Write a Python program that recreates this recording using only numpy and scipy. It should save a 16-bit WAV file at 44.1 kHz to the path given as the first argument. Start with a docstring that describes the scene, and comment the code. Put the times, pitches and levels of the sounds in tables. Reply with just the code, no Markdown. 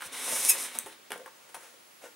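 """Two halves of a foam case rub as they are swung open and pulled apart on a table in a small, shelf-lined room.
Random clicks make the rising hiss and rasp; a rough pulse train makes one short squeak; struck modes make snaps.
Then one hollow half is lifted, bumped and set aside: short bursts of clicks ring its shell, with dull table
thumps and soft brushing. Filtered noise makes the quiet room and a thin hiss; a sine makes a faint high whine."""
import sys
import numpy as np
from scipy import signal
from scipy.fft import rfft, irfft
from scipy.io import wavfile

SR = 44100
rng = np.random.default_rng(int(sys.argv[2]) if len(sys.argv) > 2 else 0)


def unload_wav(signal):
    """Save mono or channel-first audio to the path in sys.argv[1] as 16-bit WAV at rate SR, clipped to [-1, 1]."""
    wavfile.write(
        sys.argv[1],
        SR,
        np.round(np.clip(np.atleast_2d(signal).T, -1, 1) * 32767).astype(np.int16),
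    )


N = 94815
T = np.arange(N) / SR  # time in seconds

# The faces rubbing: t/s, bead hiss level/dB, shell rasp level/dB
RUBBING = [(0, -63, -58), (.01, -55, -54), (.04, -47, -46.5), (.066, -42.5, -48), (.09, -60, -50),
           (.112, -62, -52.5), (0.128, -42.5, -44), (.21, -40, -41), (.27, -34.5, -40.5),
           (.355, -30.5, -40), (.41, -31, -40), (.48, -27, -37.5), (.525, -42, -40.5), (.562, -46, -41),
           (.59, -34.5, -42), (0.639, -35, -41.5), (.714, -52.5, -49.5), (.76, -43, -45.5),
           (.8, -62, -50.5), (.84, -59, -54), (.87, -66, -58.5), (.93, -56, -53), (.97, -85, -68),
           (1.08, -89, -63)]
# Spectrum of the bead hiss: f/Hz, relative level per Hz/dB
HISS_COLOUR = [(2000, -47), (4400, -17.5), (5200, -4.5), (6300, -3), (7300, -5), (8000, -1), (9700, 3),
               (11500, -3.5), (12600, -9.5), (16000, -13.5)]
# Spectrum of the shell's rasp: f/Hz, relative level per Hz/dB
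RASP_COLOUR = [(50, -48), (100, -26), (165, -24), (190, -8.5), (225, -14), (270, -2), (295, -10.5),
               (340, -5), (430, -1), (550, -2), (680, -5), (1000, 1.5), (1400, -3), (2250, 2), (2900, -3.5),
               (3700, 1), (4600, -9.5), (9000, -49)]
SLIPS_PER_S, SLIP_SPREAD_DB = 18000, 2
JUDDER_DB, JUDDER_HZ = 0.5, 90  # unsteadiness of the slip sizes, and its highest rate

# Stick-slip squeak: t/s, slip rate f/Hz, level/dB
SQUEAK = [(.484, 1340, -61), (0.4856, 1330, -29), (0.488, 1364, -20.5), (.493, 1310, -21),
          (0.495, 1333, -15), (0.506, 1273, -18), (0.51, 1270, -24), (0.519, 1284, -28), (.53, 1265, -44),
          (.56, 1304, -60)]
# Spectrum of the squeak: f/Hz, relative level per Hz/dB
SQUEAK_COLOUR = [(1000, -44), (1700, -21), (2550, -13.5), (4200, -24.5), (5200, -13.5), (6500, -9),
                 (7600, -9.5), (8900, -1), (10300, -5.5), (11800, -5), (13000, -9), (16000, -20)]
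SQUEAK_JITTER, JITTER_HZ = 0.018, 680  # spread of the slip rate as a share, and its highest rate
SQUEAK_GRIT = 1  # noise against pulses
SCATTER_S = 0.011  # phase delay of the fundamental, less for higher harmonics
# The shell singing under the squeak: f/Hz, level/dB, time to fall 60 dB/s
SING_MODES = [(2420, 0.5, 0.032), (2531, 0.5, 0.12), (5260, -3, .03), (6360, -6, 0.039)]
SING_DB = -16.5

# Beads snapping free: t/s, level/dB before the low cut
SNAPS = [(.0125, -51), (.0212, -47), (.4498, -28), (.772, -49), (.7877, -27)]
# What a snap rings with: f/Hz, level/dB, time to fall 60 dB/s
SNAP_MODES = [(1840, -14, 0.0023), (6200, -13, 0.01), (8360, -2.5, 0.0043), (9900, -2.5, 0.0018),
              (11200, -4.5, 0.0013), (15100, -9.5, 0.0017)]
SNAP_LOW_HZ = 3000  # a single bead radiates little below this

# Knocks and scuffs on the hollow foam: t/s, rise/s, fall/s, hollow ring level/dB, touched wall f/Hz,
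# wall level/dB, crunch level/dB, bright crackle level/dB (all but the crackle before the low cut)
KNOCKS = [(.007, 0.0005, 0.014, -65, 1540, -46, -45, -74),
          (0.0204, 0.00053, 0.0069, -51, 1530, -40.5, -41, -49.5),
          (.115, 0.0035, 0.0066, -65, 303, -59, -65, -68), (.274, .004, 0.025, -38, 249, -51, -38, -54),
          (.319, 0.0041, 0.013, -37, 588, -38.5, -42, -60),
          (.358, 0.0019, 0.013, -57, 915, -55, -35.5, -39),
          (.549, 0.0024, 0.0058, -54, 546, -47, -44.5, -66),
          (0.748, 0.00409, 0.0069, -45.5, 229, -52, -44, -46),
          (0.857, .005, 0.022, -44, 407, -45.5, -46, -44.5),
          (0.988, 0.0011, 0.0047, -64, 438, -59, -62.5, -68.5),
          (1.1041, 0.00079, 0.0049, -44.5, 416, -42.5, -43, -47.5),
          (1.1184, 0.00026, 0.0024, -50, 417, -41.5, -37.5, -37.5),
          (1.127, 0.0017, 0.015, -48, 190, -53.5, -39.5, -47.5),
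          (1.156, 0.00097, 0.011, -45, 560, -48, -54, -63), (1.176, 0.00096, .005, -54, 514, -50, -56, -53),
          (1.197, 0.0017, 0.0066, -68, 493, -47, -61, -70),
          (1.214, 0.00194, 0.0034, -59, 495, -47, -69, -77),
          (1.2595, 0.00065, 0.0047, -45.5, 1645, -47.5, -58, -54),
          (1.277, 0.00067, 0.0061, -65, 1120, -48.5, -59, -62),
          (1.487, .005, 0.023, -59, 940, -77, -56, -55.5),
          (1.542, 0.0032, 0.01, -48.5, 944, -44.5, -43, -42),
          (1.563, 0.00223, 0.0035, -47.5, 590, -53, -53, -56),
          (1.628, 0.0055, 0.014, -69, 483, -55.5, -77, -54.5),
          (1.738, 0.0021, 0.0049, -71, 503, -60.5, -66, -64),
          (2.012, 0.013, 0.011, -64, 1050, -63, -55, -61), (2.037, .002, 0.012, -50, 504, -47.5, -69, -61),
          (2.055, 0.0033, 0.0028, -51.5, 526, -63, -54, -61)]
# Hollow shell: f/Hz, level/dB, time to fall 60 dB/s
SHELL_MODES = [(330, -1, 0.099), (458, 3, 0.029), (517, 6.5, 0.058), (717, 3.5, 0.026), (903, 1.5, 0.073),
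               (1080, -1.5, 0.065), (1406, -10, 0.12), (1620, -32.5, 0.02)]
# Spectrum of the crushed beads: f/Hz, relative level per Hz/dB
CRUNCH_COLOUR = [(50, -40), (150, -16), (400, -9), (900, 6), (1600, 7), (2400, 0.5), (3600, -0.5),
                 (4700, -15), (9000, -23)]
WALL_CYCLES = 28  # cycles the touched wall takes to fall 60 dB
CRUSH_SHARE = 0.7  # crushing against the impact
SHELL_LOW_HZ = 170  # the light shell radiates little below this

# Foam bumping the table: t/s, level/dB before softening
THUMPS = [(.057, -56.5), (.322, -52), (.84, -58), (1.119, -74)]
# The table: f/Hz, level/dB, time to fall 60 dB/s
TABLE_MODES = [(75.5, -5, 0.081), (110, -2, 0.036), (204, 1, 0.076)]
THUMP_SOFT_HZ = 259

# Light brushing as the half is set aside: middle t/s, half length/s, peak level/dB
BRUSHES = [(1.39, 0.088, -62.5), (1.639, 0.054, -54), (2.047, 0.02, -50)]
# Spectrum of the brushing: f/Hz, relative level per Hz/dB
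BRUSH_COLOUR = [(150, -25), (500, 8), (2300, 5.5), (4600, -6), (6500, 0), (10500, -4.5), (14000, -13)]

# Position of the handled foam: t/s, left minus right level/dB
PAN = [(.5, 0), (1.15, .5), (1.5, 2.2), (2.05, 1.6)]
# Room decay: f/Hz, time to fall 60 dB/s
ROOM_T60 = [(200, 0.4), (550, 0.2), (1400, 0.22), (4000, 0.2), (10000, 0.36), (16000, 0.07)]
# Width of the reflections: f/Hz, side against middle level/dB
ROOM_SIDE = [(80, -16), (250, -19.5), (550, -17.5), (1200, -7), (2200, -12), (5000, -2), (7500, -4),
             (9500, -20), (15000, -64)]
# Width of the reflections of the squeak and snaps: f/Hz, side against middle level/dB
SHARP_SIDE = [(1000, -3), (5500, -6), (10000, -11.5), (15000, -16)]
# Reflections against direct sound, in dB
BODY_ROOM_DB, TREBLE_ROOM_DB, SQUEAK_ROOM_DB, SNAP_ROOM_DB = -5, -9, -8, -10.5
ROOM_GAP_S = 0.004023
EARLY_DB, EARLY_FALL_S = -1, 0.0071  # reflections off table and shelves: strength over the tail, and decay

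# Faint thin hiss, drifting upward: t/s, centre f/Hz, level/dB
THIN_HISS = [(1.5, 10400, -85), (1.57, 10400, -59.5), (1.779, 10600, -72), (1.9, 11150, -67.5),
             (2.15, 11300, -69)]
THIN_HISS_WIDTH_HZ = 410  # to either side of the centre
# Room noise shared by both ears: f/Hz, relative level per Hz/dB
FLOOR_COLOUR = [(25, -16), (60, -11.5), (130, -7.5), (250, 1.5), (500, 1), (800, 1), (2500, 0),
                (4500, -3.5), (10800, -6), (13000, -9), (16000, -21)]
# Room noise differing between the ears: f/Hz, relative level per Hz/dB
FLOOR_SIDE_COLOUR = [(25, -24), (100, -21), (200, -13), (450, -2), (1000, -0.5), (2500, -6), (5000, -9.5),
                     (8000, -11), (10000, -26), (16000, -62)]
FLOOR_DB, FLOOR_SIDE_DB = -58.5, -60.5
WHINE_HZ, WHINE_DB = 15625, -69
CUTOFF_HZ = 15750


def rubbing():
    """The faces slide: the same slips hiss directly and rasp through the shell."""
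    s, hiss_db, rasp_db = np.transpose(RUBBING)
    friction = slips()
    hiss = friction * from_db(np.interp(T, s, hiss_db, right=-120))
    rasp = friction * from_db(np.interp(T, s, rasp_db, right=-120))
    return colour(hiss, HISS_COLOUR), colour(rasp, RASP_COLOUR)


def slips():
    """Tiny slips of bead on bead: random clicks, scattered evenly, of uneven, slightly unsteady size; rms one."""
    size_db = SLIP_SPREAD_DB * np.minimum(rng.exponential(1, N), 5)
    sizes = from_db(size_db + JUDDER_DB * wander(JUDDER_HZ))
    signs = rng.choice([-1, 1], N)
    happens = rng.random(N) < SLIPS_PER_S / SR
    return unit(sizes * signs * happens) * np.sqrt(N)


def squeak():
    """The slips lock into a rough, slightly falling pulse train, smeared by the foam, that makes the shell sing."""
    s, hz, db = np.transpose(SQUEAK)
    rate = np.interp(T, s, hz) * (1 + SQUEAK_JITTER * wander(JITTER_HZ))
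    phase = 2 * np.pi * np.cumsum(rate) / SR
    # bending waves: the higher a harmonic, the sooner it arrives
    scatter = 2 * np.pi * hz.mean() * SCATTER_S
    pulses = sum(np.cos(k * (phase - scatter / np.sqrt(k))) for k in range(1, 13))
    rough = pulses / pulses.std() + SQUEAK_GRIT * rng.standard_normal(N)
    level = from_db(np.interp(T, s, db, left=-120, right=-120))
    drive = rough / np.hypot(1, SQUEAK_GRIT) * level
    return colour(drive, SQUEAK_COLOUR) + from_db(SING_DB) * through(drive, ringing(SING_MODES))


def snaps():
    """Single caught beads let go with a thin, bright tick of short ringing modes."""
    low_cut = signal.butter(1, SNAP_LOW_HZ, "high", fs=SR, output="sos")
    return signal.sosfilt(low_cut, strikes(SNAPS, SNAP_MODES))


def knocks():
    """Each contact is an impact and a short crush of beads; returns the crackle and the shell's sound."""
    hollow, crunch, crackle = 0, 0, 0
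    shell = ringing(SHELL_MODES)
    for s, rise, fall, ring_db, wall_hz, wall_db, crunch_db, crackle_db in KNOCKS:
        crush = unit(slips() * burst(s, rise, fall))
        push = CRUSH_SHARE * crush
        push[int((s + rise) * SR)] += 1  # the impact
        wall = ringing([(wall_hz, 0, WALL_CYCLES / wall_hz)])
        hollow = hollow + blow(ring_db) * unit(through(push, shell))
        hollow = hollow + blow(wall_db) * unit(through(push, wall))
        crunch = crunch + blow(crunch_db) * crush
        crackle = crackle + blow(crackle_db) * crush
    low_cut = signal.butter(2, SHELL_LOW_HZ, "high", fs=SR, output="sos")
    body = signal.sosfilt(low_cut, hollow + colour(crunch, CRUNCH_COLOUR))
    return colour(crackle, HISS_COLOUR), body


def burst(start, rise, fall):
    """Contact force over time: a straight rise, then an exponential fall."""
    attack = np.clip((T - start) / rise, 0, 1)
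    return attack * np.exp(-np.maximum(T - start - rise, 0) / fall)


def thumps():
    """Soft, dull bumps: the table's modes are struck and their treble softened."""
    soften = signal.butter(2, THUMP_SOFT_HZ, fs=SR, output="sos")
    return signal.sosfilt(soften, strikes(THUMPS, TABLE_MODES))


def brushes():
    """Soft swells of friction slips as the foam is moved."""
    friction = slips()
    swell = sum(from_db(db) * np.exp(-0.5 * ((T - s) / half) ** 2) for s, half, db in BRUSHES)
    return colour(friction * swell, BRUSH_COLOUR)


def room_tail():
    """Early reflections after a short gap, over a diffuse tail of noise bands that each decay at their own speed."""
    t = T[:SR // 2]
    edges = np.geomspace(40, 18000, 10)
    tail = 0
    for low, high in zip(edges, edges[1:]):
        band_pass = signal.butter(2, [low, high], "band", fs=SR, output="sos")
        band = signal.sosfilt(band_pass, rng.standard_normal(len(t)))
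        tail = tail + band * from_db(-60 * t / at_hz(ROOM_T60, np.sqrt(low * high)))
    early = from_db(EARLY_DB) * np.exp(-t / EARLY_FALL_S)
    return unit(tail * (t > ROOM_GAP_S) * (1 + early))


def in_room(x, wet_db, width):
    """Direct sound in the middle and reflections around it, scaled to hold the overall level."""
    wet = from_db(wet_db)
    side = through(through(x, room_tail()), response(width))
    middle = through(x, room_tail())
    reflections = middle + side * np.array([[1], [-1]])
    return (x + wet * reflections) / np.sqrt(1 + wet ** 2)


def thin_hiss():
    """A narrow band of faint high hiss: slow noise carried on a gliding tone."""
    s, hz, db = np.transpose(THIN_HISS)
    phase = 2 * np.pi * np.cumsum(np.interp(T, s, hz)) / SR
    level = from_db(np.interp(T, s, db, left=-120))
    band = wander(THIN_HISS_WIDTH_HZ) * np.cos(phase) + wander(THIN_HISS_WIDTH_HZ) * np.sin(phase)
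    return level * band


def background():
    """Quiet room noise, partly different in each ear, and a thin electrical whine made by a sine."""
    mid = from_db(FLOOR_DB) * colour(rng.standard_normal(N), FLOOR_COLOUR)
    side = from_db(FLOOR_SIDE_DB) * colour(rng.standard_normal(N), FLOOR_SIDE_COLOUR)
    whine = from_db(WHINE_DB) * np.sqrt(2) * np.sin(2 * np.pi * WHINE_HZ * T)
    return mid + side * np.array([[1], [-1]]) + whine


def from_db(db):
    """Decibels to gain."""
    return 10 ** (np.asarray(db) / 20)


def unit(x):
    """Scale to an energy of one."""
    return x / np.sqrt(np.sum(x ** 2) + 1e-20)


def blow(db):
    """Gain that gives an event of energy one this level over ten milliseconds."""
    return from_db(db) * np.sqrt(SR / 100)


def wander(hz):
    """Smooth random motion of spread one: noise with everything well above hz removed."""
    smooth = signal.butter(2, hz, fs=SR, output="sos")
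    slow = signal.sosfilt(smooth, rng.standard_normal(N + SR))[SR:]  # skip the filter's start
    return slow / slow.std()


def at_hz(points, hz):
    """Read a table on a log-frequency axis."""
    f, value = np.transpose(points)
    return np.interp(np.log(np.maximum(hz, 1)), np.log(f), value)


def through(x, impulse_response):
    """Play a signal through an impulse response."""
    return signal.fftconvolve(x, impulse_response)[:N]


def response(points, size=4096):
    """Impulse response with the given spectrum, and no sound before its start (minimum phase)."""
    hz = np.arange(size // 2 + 1) * SR / size
    cepstrum = irfft(np.log(from_db(at_hz(points, hz))))
    # fold the second half onto the first
    cepstrum[1:size // 2] *= 2
    cepstrum[size // 2 + 1:] = 0
    return irfft(np.exp(rfft(cepstrum)))


def colour(x, points):
    """Give a signal a spectrum; white noise keeps its level."""
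    return through(x, unit(response(points)))


def ringing(modes):
    """Impulse response of decaying modes with alternating signs, energy one."""
    t = T[:SR // 2]
    total = 0
    for k, (hz, db, t60) in enumerate(modes):
        mode = unit(np.cos(2 * np.pi * hz * t) * from_db(-60 * t / t60))
        total = total + (-1) ** k * from_db(db) * mode
    return unit(total)


def strikes(rows, modes):
    """Clean blows at the given times and levels into a set of modes."""
    clicks = np.zeros(N)
    for s, db in rows:
        clicks[int(s * SR)] += blow(db)
    return through(clicks, ringing(modes))


def scene():
    """Surface and hollow body sounds share one room and lean left with the carried half, over the background."""
    hiss, rasp = rubbing()
    crackle, hollow = knocks()
    foam = in_room(rasp + hollow + thumps() + brushes(), BODY_ROOM_DB, ROOM_SIDE)
    foam = foam + in_room(hiss + crackle, TREBLE_ROOM_DB, ROOM_SIDE)
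    foam = foam + in_room(squeak(), SQUEAK_ROOM_DB, SHARP_SIDE)
    foam = foam + in_room(snaps(), SNAP_ROOM_DB, SHARP_SIDE)
    left_minus_right_db = np.interp(T, *np.transpose(PAN))
    pan = from_db(left_minus_right_db * np.array([[0.5], [-0.5]]))
    return foam * pan + background() + thin_hiss()


def record(dry):
    """The top is cut steeply."""
    top_cut = signal.ellip(12, 0.1, 80, CUTOFF_HZ, fs=SR, output="sos")
    return signal.sosfilt(top_cut, dry)


dry = scene()
out = record(dry)
unload_wav(out)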